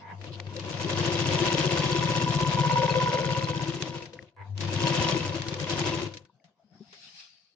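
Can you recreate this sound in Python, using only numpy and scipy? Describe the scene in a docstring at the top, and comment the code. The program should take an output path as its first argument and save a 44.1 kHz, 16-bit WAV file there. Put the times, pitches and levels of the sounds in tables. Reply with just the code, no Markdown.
"""Close beside an electric sewing machine, at a hand-held phone: heavy cloth is stitched in two runs
with a short stop. Every turn of the shaft repeats a round of blows that excite the casting's modes.
Gear noise and needle bursts are modulated by the turn; the motor hums at twice the mains frequency.
Afterwards the cloth is drawn out over the bed: coloured noise with a narrow whistling band."""
import sys
import numpy as np
from scipy import signal
from scipy.fft import rfft, irfft, next_fast_len
from scipy.io import wavfile
from scipy.ndimage import uniform_filter1d, map_coordinates

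SR = 44100
rng = np.random.default_rng(int(sys.argv[2]) if len(sys.argv) > 2 else 0)


def file_out(sig):
    """Save sig as 16-bit WAV at sys.argv[1]."""
    # one column per channel
    cols = np.atleast_2d(sig).T
    # limit, then scale
    lim = np.clip(cols, -1, 1)
    pcm = np.round(lim * 32767).astype(np.int16)
    wavfile.write(sys.argv[1], SR, pcm)


N = 332955
T = np.arange(N) / SR  # s

# Background colour: f/Hz, relative density/(dB per Hz)
ROOM_COLOUR = [(50, -27), (180, -3), (260, -16.5), (520, -19), (640, -13.5), (700, -4.5), (780, -17),
               (1100, -25.5), (1350, -26), (1900, -28.5), (2500, -28), (5000, -29), (7000, -40.5),
               (9500, -76)]
# Background before its random unevenness: t/s, level/dB
ROOM_LEVEL = [(0, -54), (4.201, -61), (4.33, -73), (4.45, -56), (6.301, -71), (6.6, -68), (6.82, -63),
              (6.95, -67.5), (7.545, -85)]
# Likeness of the noise at the two ports: f/Hz, correlation/1
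LIKENESS = [(60, 0.87), (250, 1), (600, 0.74), (1100, 0.51), (2200, 0), (9000, 0)]
# Lean of the sound to the left: f/Hz, left-right level difference/dB
LEAN = [(60, 12.5), (190, 5), (570, 6.5), (1010, -1.5), (1780, 7.5), (3130, 4), (5500, 2), (7000, -5.5),
        (8500, -12.5)]
# Rub of the cloth: t/s, level/dB
CLOTH_LEVEL = [(6.55, -113), (6.77, -79), (6.9, -63), (6.93, -59.5), (7.0, -58.5), (7.04, -53.5),
               (7.13, -57), (7.205, -49.5), (7.28, -62.5), (7.545, -78)]
# Colour of the rubbing weave: f/Hz, relative density/(dB per Hz)
WEAVE_COLOUR = [(290, -81), (500, -33.5), (805, -3), (948, -14.5), (1130, -5.5), (2100, -3.5), (2600, 5),
                (3000, 2), (5020, 8.5), (9280, -28.5), (10000, -37.5), (13000, -64), (22000, -120)]
# Whistling band of the rub: t/s, centre f/Hz, level/dB
WHISTLE = [(6.55, 4850, -100), (6.77, 5270, -66), (6.851, 5200, -69), (7.051, 5230, -66),
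           (7.281, 4750, -61.5), (7.545, 4410, -76)]
# Scrapes of the linkage at a crawl: middle t/s, width of the bell (one sigma)/s, level/dB, centre f/Hz
SCRAPES = [(0.273, 0.0078, -47, 3200), (0.343, 0.012, -42.5, 3480), (4.285, 0.01, -61.5, 2700)]
# Clicks of linkage and fingers: t/s, level before the metal's response/dB,
# t60/s (limited in use), treble raised and bass lowered by/dB
CLICKS = [(0.214, -43.5, 0.03, -3), (0.242, -40, 0.027, -3), (0.401, -29.5, 0.013, -3.5),
          (0.468, -45, 0.034, -6.5), (0.5654, -37.5, 0.031, 2), (0.596, -45, 0.034, 9),
          (3.8235, -21.5, 0.018, -1), (4.0225, -47.5, 0.074, 2.5), (4.056, -42, 0.053, -1),
          (4.133, -54, 0.075, 7), (4.2259, -48.5, 0.019, -2), (4.578, -37, 0.029, 2),
          (4.6069, -37.5, 0.11, 3.5), (5.0873, -23.5, 0.015, -1.5), (5.4198, -27.5, 0.017, -1),
          (5.4839, -36, 0.05, 3.5), (5.5414, -30.5, 0.028, -1), (5.599, -34, 0.039, 1.5),
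          (5.6968, -36.5, 0.14, 5), (6.1378, -47, 0.078, 5), (6.171, -50, 0.046, 10),
          (6.251, -59, 0.048, 0), (6.442, -62.5, 0.14, 0.5), (6.928, -51, 0.21, -0.5)]
# Knocks and pings of frame and hand: t/s, level before halving and lean/dB, f/Hz, t60/s
BUMPS = [(.399, -20, 1950, 0.011), (4.023, -31, 2610, 0.046), (4.134, -31, 491, 0.091),
         (4.19, -20.5, 1910, 0.012), (6.254, -52, 1500, .04), (6.296, -46, 970, 0.046),
         (6.344, -43, 130, 0.091), (6.35, -73, 1540, 0.13), (6.398, -61, 725, .05), (6.4, -54.5, 2220, .02),
         (6.441, -54, 697, .1), (6.442, -44, 169, 0.14), (6.595, -51, 675, 0.093), (6.641, -47, 208, 0.13),
         (6.716, -39, 168, 0.1), (6.802, -25, 188, 0.063), (6.806, -32.5, 386, 0.052),
         (6.817, -29, 209, 0.069), (6.927, -48, 407, 0.12), (7.136, -48, 166, 0.097)]
# Stray pings of loose parts in the runs: t/s, level before halving and lean/dB, f/Hz
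PINGS = [(1.9196, -21.5, 4530), (2.7245, -26.5, 4210), (2.896, -21.5, 2570), (2.9047, -21, 4280),
         (3.348, -24.5, 2780), (3.4416, -24.5, 4140), (4.8724, -21, 4230), (4.9762, -20, 3140),
         (5.045, -20.5, 2940), (5.1203, -22, 3200), (5.203, -25.5, 2660)]
PING_T60 = 0.052  # s
# Motor hum, one table a run: t/s, level before the final scale and lean/dB
HUM_LEVEL = [
    [(0, -60), (.15, -41.5), (.7, -38.5), (1.25, -32.5), (1.5, -40), (2.4, -48), (3.6, -50), (4.3, -66.5)],
    [(4.35, -64), (4.41, -37), (4.46, -44), (4.5, -35.5), (4.77, -29.5), (5.05, -50), (5.31, -31.5),
     (5.34, -40), (5.5, -45), (5.72, -36.5), (6.07, -40.5), (6.25, -58)],
]
# Pedal pressed, rotor not yet turning: t/s, swell time/s, reference level of the rattle/dB
STALLS = [(0, .12, -46.5), (4.365, 0.056, -48)]
# Low and high rattle of the core: level over the reference/dB, swell/dB, fade/(dB per s)
RATTLE = [(2.5, 8.5, 215), (0.5, 15, 556)]
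# Low and high resonances of the core: f/Hz, t60/s, relative level/dB
CORE_MODES = [
    [(510, 0.023, 1), (935, 0.059, 10.5), (1085, 0.038, -6.5)],
    [(1696, .016, 5), (1930, 0.046, 0.5), (2040, 0.03, 3)],
]
# Shaft speed, one table a run: t/s, speed/(turns per s)
SHAFT_SPEED = [
    [(0.1, 7.056), (0.376, 6.21), (0.645, 6.572), (0.961, 12.963), (1.19, 14.745), (1.498, 15.701),
     (2.085, 15.819), (2.607, 16.267), (2.963, 16.356), (3.107, 17.813), (3.336, 16.65), (3.628, 15.978),
     (3.843, 14.67), (3.993, 12.849), (4.053, 7.301), (4.299, 1.648)],
    [(4.45, 5.4), (4.733, 8.4), (4.838, 17.52), (4.901, 12.94), (4.994, 14.32), (5.353, 10.01),
     (5.487, 6.23), (5.729, 12.13), (5.991, 12.95), (6.084, 7.45), (6.3, 0.76)],
]
# Loudness of the linkage, one table a run; sets the gains of all parts: t/s, level/dB
LINKAGE_LEVEL = [
    [(.18, -65), (.25, -47.5), (.44, -54.5), (.48, -47), (.7, -37), (1, -30.5), (1.5, -27), (2.5, -32),
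     (3.1, -32), (3.7, -37.5), (4.0, -42.5), (4.1, -56.5), (4.22, -57), (4.35, -86.5)],
    [(4.55, -60), (4.61, -39), (4.87, -27), (5.12, -29), (5.33, -36), (5.5, -38.5), (5.85, -29.5),
     (6.05, -36.5), (6.12, -49), (6.2, -59), (6.3, -84)],
]
FULL_LEVEL = -35  # dB, linkage level to which the part levels refer
# Balance of the parts as the phone wanders: t/s, first drift/1, second drift/1
DRIFT = [(0.5, 0.18, -0.058), (1, 0.59, 0.11), (1.9, 0.33, 0.33), (2.15, -0.28, -0.13), (2.4, -0.34, -0.86),
         (2.749, -1.18, 0.1), (3.2, -0.63, 0.85), (3.6, -0.22, -0.37), (3.78, 1.05, -0.52),
         (3.92, 0.23, -0.24), (4.6, 0.35, -0.31), (5.1, 0.14, 0.069), (5.25, 0.27, 0.004),
         (5.8, 0.57, 0.081), (6.099, 0.63, -0.34)]
# Bed, arm, head, cover plate, hook, needle: gain at FULL_LEVEL/dB, growth/(dB per dB of linkage),
# dB per first drift, dB per second drift
PARTS = [(-28.5, 0.71, -2.5, -3.5), (-39.5, 0.8, 4.5, -3), (-41.5, 0.56, -4.5, 6.5), (-40.5, 0.82, -9, -2),
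         (-37.5, 0.6, -4.5, 2.5), (-54, 1.16, 0.7, -3.5)]
# Below the steady speed the linkage moves in two lurches a turn:
# steady speed/(turns per s), depth at standstill/dB, share of the turn/1
STEADY_SPEED, LURCH_DEPTH, LURCH_SHARE = 7.1, 7.5, 0.16
# Once a turn the linkage runs unloaded and falls quiet:
# middle and width (one sigma) as shares of the turn/1, depth/dB
SLACK_SHARE, SLACK_WIDTH, SLACK_DEPTH = 0.56, 0.042, -1
# Gear noise colour: f/Hz, relative density/(dB per Hz)
GEAR_COLOUR = [(140, -24.5), (230, -6.5), (440, -29.5), (516, -3.5), (817, -11.5), (972, -5), (1330, -15),
               (3190, -10.5), (6610, -21), (9070, -59.5), (10100, -79.5), (22000, -120)]
# Needle burst colour: f/Hz, relative density/(dB per Hz)
NEEDLE_COLOUR = [(4500, 0), (6500, 4), (7400, -4), (8050, -20), (8900, -10), (10000, -39.5)]
# Casting modes: f/Hz, t60/s
CASTING_MODES = [(125, 0.0064), (339, 0.059), (517, 0.045), (976, 0.1), (1480, 0.023), (2070, 0.004),
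                 (2670, 0.017), (3200, 0.0046), (3900, 0.022), (4600, 0.0039), (5500, 0.0018),
                 (7000, 0.006)]
# Blows of one turn: share of the turn/1, then relative level in each casting mode/dB
BLOWS = [(-.02, -5, -2, -2.5, -25, -0.5, 0.5, -7, -8, -10.5, -10, -3, 27.5),
         (0.134, -22, -15, -7, -20.5, 1, 4, -20.5, -16.5, 2, 0, 5.5, 20.5),
         (.29, -22, -4, -11, -24, -6, -8, -10, 3.5, 6.5, -21.5, 3.5, -11),
         (0.562, -13.5, -9, -13.5, 0.5, 0.5, 13, -10, -21.5, -24.5, -20.5, -16.5, -35),
         (0.722, -10, -21, -8.5, -7.5, -3.5, -12, -10.5, -22, -21, -24.5, 5, -15),
         (.81, -22, -1.5, -13, -3.5, 5.5, 9, -2, -1.5, 1, -3.5, 3.5, 5)]
PITCH_WANDER = 0.014  # relative scale by which each mode's frequency strays
# Place of the thump in the turn: t/s, share of the turn/1
THUMP_SHARE = [(.5, 0.45), (1.2, 0.24), (2.1, 0.28), (3.4, 0.15), (4.1, 0.2), (4.9, 0.438), (5.2, 0.39),
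               (5.6, .27)]
THUMP_GROWTH = 0.57  # dB per (turn per s): the bed flexes harder the faster the shaft turns
TOP_F, BASS_F = 10300, 66  # Hz, upper band limit and bass corner of the phone


def amp(db):
    """Level to amplitude: 20 dB is a factor of ten."""
    return 10 ** (np.asarray(db) / 20)


def unit(x):
    """Normalisation to unit rms."""
    return x / np.sqrt(np.mean(np.abs(x) ** 2) + 1e-20)


def along(points, hz):
    """Interpolation of a spectrum on a logarithmic frequency axis."""
    f, value = np.transpose(points)
    return np.interp(np.log(hz + 1), np.log(f + 1), value)


def levels(tables):
    """Envelope: sum of the tables' amplitudes, at -120 dB outside each table."""
    gain = np.zeros(N)
    for table in tables:
        t, db = np.transpose(table)
        gain += amp(np.interp(T, t, db, -120, -120))
    return gain


def wobble(rate):
    """Band-limited fluctuation: a smooth curve through random knots, rate knots a second."""
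    knots = rng.standard_normal(int(N * rate / SR) + 4)
    return map_coordinates(knots, [np.arange(N) * rate / SR])


def filtered(x, response):
    """Linear filtering: the spectrum times a response of frequency."""
    m = next_fast_len(N + 8192)
    return irfft(rfft(x, m) * response(np.fft.rfftfreq(m, 1 / SR)), m)[..., :N]


def sides(db):
    """Interaural-style level difference: left and right gains db apart."""
    return amp(np.array([db / 2, -db / 2]))


def rush(colour, pair):
    """Partial coherence: two noises, coloured, mixed to the ports' likeness and lean; mid rms 1."""
    def turn(hz):
        return np.arccos(np.clip(along(LIKENESS, hz), -1, 1)) / 2

    def mix(hz):
        return amp(along(colour, hz)) * [np.cos(turn(hz)), np.sin(turn(hz))]

    mid, side = filtered(pair, mix)
    both = filtered(np.array([mid + side, mid - side]), lambda hz: sides(along(LEAN, hz)))
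    return both / np.std(both.mean(0))


def patchy(patchy_db):
    """Non-stationary noise: two noises uneven in shared patches of pitch and time."""
    z = signal.stft(rng.standard_normal((2, N)), nperseg=512)[2]
    field = uniform_filter1d(rng.standard_normal(z.shape[1:]), size=4, axis=0)
    field = uniform_filter1d(field, size=10, axis=1)
    return signal.istft(z * amp(patchy_db * unit(field)), nperseg=512)[1][:, :N]


def ring(drive, hz, t60, rise, wander=0):
    """Modal resonance: a complex drive through a decay and an onset of rise seconds, phase drifting."""
    for decay in (np.log(1000) / t60, 1 / rise):
        drive = signal.lfilter([1], [1, -np.exp((2j * np.pi * hz - decay) / SR)], drive)
    return (drive * np.exp(1j * wander)).real


def shaft_speed():
    """Angular speed of the shaft in turns per second, interpolated through both runs."""
    return np.interp(T, *np.vstack(SHAFT_SPEED).T)


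def turns():
    """Integration of speed to angle: a turn starts where the angle of a run passes a whole number."""
    starts = []
    for run in SHAFT_SPEED:
        angle = np.cumsum(np.interp(T, *np.transpose(run), 0, 0)) / SR
        starts.append(np.interp(np.arange(1, angle[-1]), angle, T))
    start = np.concatenate(starts)
    return start, np.clip(np.diff(start, append=8), 0, .15)  # lengths in s


def turn_count():
    """Shaft phase: the count of turns with their fractions, by interpolation between turn starts."""
    start = turns()[0]
    return np.interp(T, start, np.arange(len(start)))


def parts():
    """Level scaling: bed, arm, head, plate, hook, needle follow the linkage, given last, and the drift."""
    level = 20 * np.log10(levels(LINKAGE_LEVEL))
    t, first, second = np.transpose(DRIFT)
    first, second = np.interp(T, t, first), np.interp(T, t, second)
    gains = [amp(db + growth * (level - FULL_LEVEL) + a * first + b * second)
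             for db, growth, a, b in PARTS]
    slowness = np.clip(1 - shaft_speed() / STEADY_SPEED, 0, 1)
    lurch = LURCH_DEPTH * slowness * np.cos(4 * np.pi * (turn_count() - LURCH_SHARE))
    return gains + [amp(level + lurch)]


def room():
    """Background noise: faint and uneven beneath the whole scene."""
    level = np.interp(T, *np.transpose(ROOM_LEVEL)) + 3 * wobble(20)
    return amp(level) * rush(ROOM_COLOUR, patchy(patchy_db=4.5))


def cloth():
    """Friction noise: the weave rubs over the bed, and a narrow band of it whistles."""
    t, hz, db = np.transpose(WHISTLE)
    phase = 2 * np.pi * np.cumsum(np.interp(T, t, hz)) / SR
    # slow noise on a gliding carrier gives a narrow band
    whistle = np.array([wobble(600), wobble(600)]) * np.cos(phase) * sides(7)[:, None]
    grain = amp(0.52 * wobble(150))
    rub = rush(WEAVE_COLOUR, grain * patchy(patchy_db=2.9)) * sides(1.2)[:, None]
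    return levels([CLOTH_LEVEL])[0:] * rub + levels([np.c_[t, db]]) * unit(whistle)


def scrapes():
    """Band-limited friction: grainy noise about an octave wide under bell-shaped envelopes."""
    out = np.zeros((2, N))
    grit = amp(3.3 * wobble(270)) * rng.standard_normal((2, N))
    for middle, width, db, hz in SCRAPES:
        at = slice(round((middle - .1) * SR), round((middle + .1) * SR))
        octave = signal.butter(3, [hz / 1.35, hz * 1.35], "bandpass", fs=SR, output="sos")
        band = signal.sosfilt(octave, grit[:, at])
        out[:, at] += amp(db) * unit(band) * np.exp(-.5 * ((T[at] - middle) / width) ** 2)
    return out * sides(2.2)[:, None]


def tilted(x, db):
    """Spectral tilt: below about 3500 Hz lowered by db, above it raised by db."""
    low = signal.lfilter(*signal.butter(2, 3500, fs=SR), x)
    return low * amp(-db) + (x - low) * amp(db)


def metal(hz):
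    """Resonant transmission: a rising response plus peaks at some casting modes."""
    peaks = sum(.8j * hz * 400 / (f * f - hz * hz + 400j * hz)
                for f, _ in CASTING_MODES[2::3] + CASTING_MODES[5:6])
    return 3.0 * hz / (hz + 900) + peaks


def clicks():
    """Impulsive excitation: dying noise puffs ring the metal; bumps and pings are damped sines."""
    puff, thud = np.zeros((2, N + SR)), np.zeros(N + SR)
    t = np.arange(SR // 10) / SR
    for at, db, t60, tilt_db in CLICKS:
        decay = amp(db - 60 * t / np.clip(t60, .004, .2))
        noise = rng.standard_normal((2, len(t)))
        puff[:, round(at * SR):][:, :len(t)] += decay * tilted(noise, tilt_db)
    for at, db, hz, t60 in BUMPS + [(*ping, PING_T60) for ping in PINGS]:
        decay = amp(db - 60 * t / max(t60, .004))
        onset = np.minimum(hz * t / 2, 1)  # over two cycles
        thud[round(at * SR):][:len(t)] += decay * np.sin(2 * np.pi * hz * t) * onset / 2

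    def response(hz):
        return metal(hz) * sides(along(LEAN, hz)) / (1 + (hz / 6400) ** 12)

    return filtered(puff[:, :N], response) + thud[:N] * sides(7.5)[:, None]


def stall_envelope(over, swell_db, fade):
    """Growth and decay: the rattle swells at each stall, then fades at a constant dB rate."""
    out = np.zeros(N)
    for start, swell, db in STALLS:
        since = T - start
        drop = np.where(since < swell, swell_db * (1 - since / swell), fade * (since - swell))
        out += (since >= 0) * amp(db + over - drop.clip(0, 200))
    return out


def motor():
    """Magnetic forcing: the field hums near 100 Hz; in a stall the core rattles once a hum cycle."""
    phase = 2 * np.pi * np.cumsum(99 + 0.32 * wobble(11)) / SR
    hum = levels(HUM_LEVEL) * amp(2.5 * wobble(21)) * np.sqrt(2) * np.sin(phase)
    ticks = np.diff(phase // (2 * np.pi), prepend=0) * amp(2.0 * wobble(64))
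    ticks = ticks + 0.064 * rng.standard_normal((2, N))
    out = hum * sides(6.5)[:, None] / 1.19
    for setting, modes in zip(RATTLE, CORE_MODES):
        core = sum(amp(db) * unit(ring(ticks, hz, t60, rise=0.00044)) for hz, t60, db in modes)
        out += stall_envelope(*setting) * unit(core)
    return out


def slack():
    """Load modulation: the linkage is briefly unloaded, and quieter, once in every turn."""
    share = turn_count() % 1
    return amp(SLACK_DEPTH * np.exp(-.5 * ((share - SLACK_SHARE) / SLACK_WIDTH) ** 2))


def gears():
    """Amplitude modulation: gear noise swells with the turn; the needle rips the weave in bright bursts."""
    turn = turn_count()
    grain = 0.73 * np.cos(2 * np.pi * (turn - .02)) + 1.5 * np.cos(6 * np.pi * (turn - .27))
    grain = amp(grain + 1.92 * wobble(300) + 1.8 * wobble(30))
    rip = 6.8 * np.cos(2 * np.pi * (turn + .01)) + 2.4 * np.cos(4 * np.pi * turn)
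    rip = amp(rip + 3.9 * wobble(400))
    *_, needle, linkage = parts()
    mesh = rush(GEAR_COLOUR, unit(grain) * rng.standard_normal((2, N)))
    burst = rush(NEEDLE_COLOUR, unit(rip) * rng.standard_normal((2, N)))
    return linkage * amp(-5) * mesh + needle * amp(5.5) * burst


def casting():
    """Modal superposition: each turn's blows and a steady bearing chatter ring the casting's modes."""
    (start, length), blows = turns(), np.array(BLOWS)
    jitter = .002 * rng.standard_normal((len(start), len(blows)))
    blow_time = start[:, None] + length[:, None] * (blows[:, 0] + jitter)
    at_blow = np.round(blow_time * SR).astype(int)
    bed, arm, head, plate, hook, needle, linkage = parts()
    # one gain for each mode, in the order of the mode table
    gains = [bed * amp(-10.5), arm, head, plate, hook * amp(-15.5), hook * amp(-15.5)]
    gains += [linkage * amp(db) for db in (-16.5, -16.0, -22.0, -21.0, -20)]
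    gains += [needle * amp(-7.0)]
    out = np.zeros((2, N))
    for k, (hz, t60) in enumerate(CASTING_MODES):
        size, angle, slip, late = rng.standard_normal((4,) + at_blow.shape)
        # each part takes up the blow at its own instant
        at = at_blow + np.round(.0003 * SR * late).astype(int)
        rise = .0006 + .6 / hz
        chatter_db = -41 if 900 < hz < 4000 else -37
        noise = rng.standard_normal((2, N)) + 1j * rng.standard_normal((2, N))
        drive = amp(chatter_db + 4 * wobble(60)) * noise
        like = np.clip(along(LIKENESS, hz), 0, 1)
        drive[1] = like * drive[0] + np.sqrt(1 - like ** 2) * drive[1]
        # the two ports hear each blow at phases that part more in the treble
        apart = np.arccos(like) + .5 * (1 - like) * slip
        # a blow lands nearly in step with the ringing cover plate, loosely so with the other parts
        step = 2 * np.pi * hz * at / SR + (.2 if k == 3 else 1.1) * angle
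        # the heavy parts answer evenly, the light ones by chance
        scatter_db = 1.2 if hz < 1200 else 2.2
        # at a crawl the blows hold no treble
        sounds = (hz <= 1800) | (length[:, None] <= .12)
        strength = sounds * amp(blows[:, k + 1] + scatter_db * size)
        drive[:, at] += strength * np.exp(1j * (step + np.array([apart, -apart]) / 2))
        # scale by the level between 1 s and 3 s
        norm = np.std(ring(drive.mean(0), hz, t60, rise)[SR:3 * SR])
        wander = 2 * np.pi * np.cumsum(hz * PITCH_WANDER * wobble(9)) / SR
        mode = ring(drive * gains[k], hz, t60, rise, wander) / norm
        out += mode * sides(along(LEAN, hz))[:, None]
    return out


def thump():
    """Inertial reaction: the needle bar's reversal flexes the bed in a few low cycles rising in pitch."""
    out, (start, length) = np.zeros(N + SR), turns()
    t = np.arange(-1600, 1600) / SR
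    bell = np.exp(-.5 * (t / np.where(t < 0, .0065, .0068)) ** 2)
    bed = parts()[0] * amp(THUMP_GROWTH * (shaft_speed() - 17.5))
    thump_time = start + length * np.interp(start, *np.transpose(THUMP_SHARE))
    for at, (size, angle) in zip(thump_time, rng.standard_normal((len(start), 2))):
        push = bell * np.cos(2 * np.pi * (145 + 600 * t) * t + 0.13 * angle)
        out[round(at * SR) - 1600:][:len(t)] += bed[round(at * SR)] * amp(12 + .8 * size) * push
    return out[:N] * sides(5.5)[:, None] / 2.0


def scene():
    """Superposition of all sources, from the background to the machine."""
    machine = slack() * (gears() + casting()) + thump()
    return room() + cloth() + scrapes() + clicks() + motor() + machine


def record(dry):
    """Band limitation: the phone cuts deep bass and all above its limit, then adds a trace of hiss."""
    band = filtered(dry, lambda hz: (hz < TOP_F) * hz ** 3 / (hz ** 3 + BASS_F ** 3))
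    return band + amp(-106) * rng.standard_normal((2, N))


dry = scene()
out = record(dry)
file_out(out)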